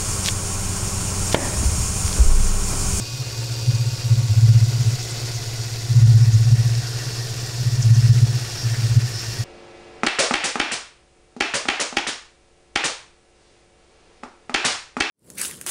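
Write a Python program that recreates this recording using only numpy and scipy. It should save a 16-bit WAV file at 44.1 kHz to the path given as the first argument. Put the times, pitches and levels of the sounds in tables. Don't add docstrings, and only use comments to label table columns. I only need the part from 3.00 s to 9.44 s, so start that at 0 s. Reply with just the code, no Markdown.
import sys
import numpy as np
from scipy import signal
from scipy.fft import rfft, irfft
from scipy.io import wavfile
from scipy.ndimage import uniform_filter1d, map_coordinates

SR = 44100
rng = np.random.default_rng(int(sys.argv[2]) if len(sys.argv) > 2 else 0)


def wrap_up_sound(samples):
    columns = np.atleast_2d(samples).T
    tamed = np.clip(columns, -1, 1)
    steps = np.round(tamed * 32767).astype(np.int16)
    wavfile.write(sys.argv[1], SR, steps)


N = 284004
TIME = np.arange(N) / SR

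# time_s, speed_turns_per_s
CRANK_SPEED = [(0, 16.25), (.58, 16.6), (1.2, 15.81), (1.54, 15.92), (2.13, 16.67), (2.54, 16.27),
               (3.36, 15.9), (3.97, 17.0), (4.21, 17.01), (4.85, 15.92), (5.45, 16.38), (5.93, 16.03),
               (6.44, 16.14)]
# time_s, place (0 tensioner, 1 alternator, 2 intake)
MIC_PATH = [(0, 0), (.8, .12), (1.7, .75), (2.5, 1.1), (3.6, 1.65), (5, 1.8), (5.5, 2)]


def amp(db):
    return 10 ** (np.asarray(db) / 20)


def unit(x):
    return x / np.sqrt(np.mean(x ** 2) + 1e-20)


def curve(rows):
    return np.interp(TIME, *np.transpose(rows))


def colour(x, spectrum):
    hz, db = np.transpose(spectrum)
    gain_db = np.interp(np.log(np.fft.rfftfreq(N, 1 / SR) + 1), np.log(hz), db)
    return unit(irfft(rfft(x) * amp(gain_db), N))


def noise():
    return rng.standard_normal(N)


def drift(rate_hz):
    return unit(irfft(rfft(noise()) / (1 + (np.fft.rfftfreq(N, 1 / SR) / rate_hz) ** 4), N))


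def ring(x, hz, width_hz):
    peak = signal.iirpeak(hz, hz / width_hz, SR)
    return unit(signal.lfilter(*peak, signal.lfilter(*peak, x)))


def bump(turns, centre, width):
    return np.exp(-.5 * (((turns - centre + .5) % 1 - .5) / width) ** 2)


def shaft_tones(turns, orders, waver_db, slip_turns=.05):
    return sum(amp(db + waver_db * drift(1.6)) * np.sqrt(2)
               * np.cos(2 * np.pi * (order * turns + slip_turns * drift(8))) for order, db in orders)


def overspeed(idle_turns_per_s=16.25):
    return curve(CRANK_SPEED) - idle_turns_per_s


def at_microphone(column):
    columns = ["churn_db", "clatter_db", "hiss_db", "clatter_chop", "hiss_chop"]
    stations = [(-43, -43, -33.5, 0.41, 0.31), (-40, -41.5, -33.5, 0.86, 0.24), (-41, -41, -34, 0.3, 0.13)]
    values = np.array(stations)[:, columns.index(column)]
    return np.interp(curve(MIC_PATH), np.arange(len(stations)), values)


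def hum(crank, duck_load=.083):
    # crank_multiple, level_db
    hum_orders = [(4, -52), (5, -58), (6, -48), (6.5, -46), (7, -31), (7.5, -44.5), (8, -41), (9, -55)]
    speed, boom, swell = curve(CRANK_SPEED), np.zeros(N), np.zeros(N)
    for time_s, db, hz, half_s in throbs(crank):
        span = slice(max(0, int((time_s - .07) * SR)), int((time_s + .07) * SR))
        t = TIME[span] - time_s
        envelope = amp(db) * np.exp(-.5 * (t / half_s) ** 2)
        cycles = 7 * (crank[span] - speed[span] * t) + hz * t
        thud = amp(-24) * (.01 / half_s) ** 3 * np.cos(4 * np.pi * cycles)
        boom[span] -= envelope * (np.cos(2 * np.pi * cycles) + thud)
        swell[span] += envelope
    load = uniform_filter1d(swell, size=4000)
    firing = np.cos(2 * np.pi * 4 * crank)
    overtone = swell * np.cos(2 * np.pi * 14 * crank)
    push = colour(noise(), [(18, -21), (27, -1), (32, -17), (39, -14), (49, 6), (70, -30), (300, -82)])
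    rumble = colour(noise(), [(30, -12), (60, -25), (85, 7.5), (160, 3), (215, 2.5), (270, -38),
                              (500, -39), (2000, -90)])
    steady = amp(1.2) * shaft_tones(crank - .41, hum_orders, waver_db=1.5) / (1 + load / duck_load)
    under_load = load * (amp(-25) * firing + amp(-27) * rumble + amp(-36) * push)
    return boom + steady + amp(-33) * overtone + under_load


def burble(level_db=-39):
    return amp(level_db) * ring(noise(), hz=119, width_hz=30)


def pulley(crank, belt_ratio=2.025, db_per_turn_per_s=5.5):
    # pulley_multiple, level_db
    orders = [(7, -65), (9, -53.5), (11, -53), (13, -54), (15, -57.5), (16, -61), (17, -83), (18, -62),
              (21, -58.5)]
    return amp(db_per_turn_per_s * overspeed()) * shaft_tones(belt_ratio * crank, orders, waver_db=1.8)


def chopped_air(crank, chop, valve_depth, flutter_db, fan_ratio=1.2, fan_blades=7):
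    valves = [(.02, 0.34), (.19, 0.2), (.3, 0.3), (.45, 0.96), (.53, 0.36), (.84, 0.79)]
    blades = bump(fan_ratio * fan_blades * crank + .04 * drift(10), .5, .17)
    fan = (1 + chop * blades) / (1 + .57 * chop)
    taps = sum(strength * bump(crank / 2, fraction, .011) for fraction, strength in valves)
    return noise() * fan * (1 + valve_depth * taps) * amp(flutter_db * drift(40))


def turbulence(x, depth_db):
    spectra = signal.stft(x, nperseg=512)[2]
    across_pitch = uniform_filter1d(rng.standard_normal(spectra.shape), size=14, axis=0)
    patches = unit(uniform_filter1d(across_pitch, size=8, axis=1))
    return unit(signal.istft(spectra * amp(depth_db * patches), nperseg=512)[1][:N])


def machinery(crank):
    # frequency_hz, relative_db
    churn_spectrum = [(20, 12.5), (28, 2), (40, -5), (60, 12), (120, 0.5), (210, 0), (270, -18), (330, 1.5),
                      (430, 1.5), (600, -13), (700, 1), (800, -4), (1100, -5), (1800, -49)]
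    clatter_spectrum = [(600, 4.5), (1000, -5.5), (1280, 2), (1470, 4.5), (2000, 1), (2250, 3.5),
                        (2600, 4.5), (3300, 0.5), (4200, -14), (7000, -19.5)]
    hiss_spectrum = [(2000, -32.5), (3500, -4), (4200, -1), (4500, 2.5), (5300, 1), (5850, 1), (6200, -3.5),
                     (6950, -2.5), (8200, -8.5), (9500, -10.5), (10700, -18), (13000, -16.5), (14200, -24),
                     (16000, -20)]
    # time_s, clatter_gain_db
    nearness = [(0, 0), (1.4, 0.5), (1.95, 2), (2.7, -0.5), (3.4, -2), (3.9, -0.5), (4.7, -.5), (5.65, 2.1),
                (6.44, 0)]
    air = chopped_air(crank, chop=.4, valve_depth=.13, flutter_db=1.64)
    churn = colour(air, churn_spectrum)
    air = chopped_air(crank, at_microphone("clatter_chop"), valve_depth=.4, flutter_db=1.7)
    clatter = turbulence(colour(air, clatter_spectrum), depth_db=1)
    air = chopped_air(crank, at_microphone("hiss_chop"), valve_depth=.42, flutter_db=.71)
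    hiss = turbulence(colour(air, hiss_spectrum), depth_db=.62)
    extra_speed, near_db = overspeed(), curve(nearness)
    acceleration = uniform_filter1d(np.gradient(extra_speed) * SR, size=8000)
    churn_db = at_microphone("churn_db") - .5 + 1.3 * extra_speed + .3 * near_db
    clatter_db = at_microphone("clatter_db") + extra_speed + .1 * acceleration + near_db
    hiss_db = at_microphone("hiss_db") - 1.02 + 1.2 * extra_speed + .47 * near_db
    return churn * amp(churn_db) + clatter * amp(clatter_db) + hiss * amp(hiss_db)


def ringing_parts(crank, reach=.69):
    # pitch_hz, nominal_width_hz, level_db
    tensioner = [(541, 35, -51.5), (908, 36, -53), (1125, 31, -54.5), (1451, 21, -57), (2510, 78, -54),
                 (2770, 36, -53), (4670, 44, -49), (7700, 250, -53)]
    alternator = [(695, 120, -56.5), (1455, 126, -53.5), (2020, 99, -51.5), (2583, 41, -56),
                  (6840, 530, -47.5), (8600, 110, -59.5), (10140, 180, -65)]
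    intake = [(1128, 44, -57.5), (1450, 160, -53.5), (1781, 66, -48), (1889, 65, -49), (2760, 29, -54.5),
              (5280, 170, -44.5), (5810, 120, -48), (6600, 94, -51), (7430, 61, -56), (8540, 140, -53),
              (10070, 91, -57.5)]
    mic_place, out = curve(MIC_PATH), np.zeros(N)
    for place, modes in enumerate((tensioner, alternator, intake)):
        drive = chopped_air(crank, at_microphone("hiss_chop"), valve_depth=.46, flutter_db=2)
        ringing = sum(amp(db) * ring(drive, hz, 1.2 * width) for hz, width, db in modes)
        out += ringing / (1 + ((mic_place - place) / reach) ** 4)
    return out


def bearing_whistles(wander_hz=9, waver_db=1.5, reach=.32, attack_s=.57):
    # start_s, pitch_hz, level_db
    whistles = [(-.5, 2500, -50.5), (-.5, 2768, -52), (-.1, 4705, -45.5)]
    out = np.zeros(N)
    for start_s, hz, db in whistles:
        envelope = np.clip((TIME - start_s) / attack_s, 0, 1) * amp(db + waver_db * drift(9.7))
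        out += envelope * np.sin(2 * np.pi * np.cumsum(hz + wander_hz * drift(22)) / SR)
    return np.sqrt(2) * out / (1 + (curve(MIC_PATH) / reach) ** 4)


def injectors(crank, first_fraction=.0094, open_fraction=.027, level_db=-12):
    tick_levels = [-37, -36, -44, -44, -40, -29.5, -42, -46]
    cycle, ticks = crank / 2, np.zeros(N)
    for k, db in enumerate(tick_levels):
        opens = first_fraction + k / len(tick_levels)
        ticks += amp(db) * (bump(cycle, opens, .005) + bump(cycle, opens + open_fraction, .005))
    spectrum = [(3000, -24), (6000, -10), (9000, -11), (11000, -1), (12000, 5), (13000, -12),
                (14500, -10)]
    return amp(level_db) * ticks * colour(noise(), spectrum)


def bay_echoes(x, echo_db=-12, shift_s_per_place=.00042, count=14):
    treble = signal.sosfilt(signal.butter(2, 1200, "high", fs=SR, output="sos"), x)
    mic_place, echoes = curve(MIC_PATH), np.zeros(N)
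    for delay_s, slide, polarity in rng.uniform([.002, -1, -1], [.014, 1, 1], (count, 3)):
        source_s = TIME - delay_s - slide * shift_s_per_place * mic_place
        echoes += np.sign(polarity) * map_coordinates(treble, [source_s * SR], order=3)
    return (x + amp(echo_db) * echoes / np.sqrt(count)) / np.sqrt(1 + amp(echo_db) ** 2)


def throbs(crank, turn_fraction=.405, crank_multiple=7.3, edge_db=-14.5, roundness=1.4):
    # start_s, crest_s, end_s, crest_db
    swells = [(.1, .2, .24, -18), (.66, .84, .96, -12), (1.04, 1.14, 1.22, -9), (1.22, 1.53, 1.72, -3.3),
              (1.72, 1.88, 1.94, -9.5), (2.89, 3.0, 3.81, -3), (4.59, 5.02, 5.38, -5.5),
              (5.64, 5.98, 6.06, -11), (6.37, 6.41, 6.46, -14)]
    # time_s, level_db, half_length_s
    stumbles = [(.693, -7.5, .012), (1.125, -6, .014), (3.535, -1.5, .012), (4.922, -1.5, .014),
                (5.111, -.3, .012), (5.237, -1, .01), (5.978, -1.3, .0095)]
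    times = np.interp(np.arange(int(crank[-1]) + 1) + turn_fraction, crank, TIME)
    pitches = crank_multiple * np.interp(times, TIME, curve(CRANK_SPEED))
    stumble_at = {np.argmin(abs(times - row[0])): row for row in stumbles}
    for turn, (time_s, hz) in enumerate(zip(times, pitches)):
        late_s, louder_db, sharp_hz, stretch = rng.normal(0, [.0025, 1.3, 2.8, .14])
        if turn in stumble_at:
            time_s, db, half_s = stumble_at[turn]
            yield time_s, db, hz, half_s
            continue
        for start_s, crest_s, end_s, crest_db in swells:
            if start_s <= time_s < end_s:
                from_crest = np.interp(time_s, [start_s, crest_s, end_s], [1, 0, 1])
                db = crest_db + min(edge_db - crest_db, 0) * from_crest ** roundness
                yield time_s + late_s, db + louder_db, hz + sharp_hz, .0148 * np.exp(stretch)


def belt_scuffs():
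    # time_s, level_db, centre_hz, nominal_width_hz, half_length_s
    scuffs = [(2.002, -36.5, 5300, 1200, .014), (2.11, -36, 8000, 2180, 0.0075),
              (2.353, -33.5, 6100, 2000, .009), (3.234, -32, 5400, 1000, 0.0071),
              (3.337, -32, 6440, 1300, 0.0078), (3.917, -46, 1540, 550, 0.15),
              (4.828, -29, 5970, 2600, 0.0069), (4.95, -35, 6050, 2200, .012),
              (5.186, -36.5, 1970, 800, 0.0049), (5.6, -33, 5400, 1000, 0.032),
              (5.754, -36, 1830, 600, .011), (6.178, -34, 5350, 990, 0.035)]
    rub = noise()
    return sum(amp(db) * np.exp(-.5 * ((TIME - time_s) / half_s) ** 2) * ring(rub, hz, .78 * width)
               for time_s, db, hz, width, half_s in scuffs)


def scene():
    crank = np.cumsum(curve(CRANK_SPEED)) / SR
    drone = pulley(crank)
    echoing = bay_echoes(machinery(crank) + belt_scuffs())
    close_parts = echoing + ringing_parts(crank) + bearing_whistles() + injectors(crank)
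    return (hum(crank) + burble() + drone + close_parts)[None]


def record(dry, ceiling_db=-5, recovery_db_per_s=160, cutoff_hz=15720):
    over_db = np.maximum(20 * np.log10(abs(dry[0]) + 1e-9) - ceiling_db, 0)
    recovery_db = TIME * recovery_db_per_s
    duck_db = uniform_filter1d(np.maximum.accumulate(over_db + recovery_db) - recovery_db, size=120)
    lowpass = signal.firwin(1023, cutoff_hz, window=("kaiser", 9), fs=SR)
    return signal.oaconvolve(dry / amp(duck_db), lowpass[None], "same")


dry = scene()
out = record(dry)
wrap_up_sound(out)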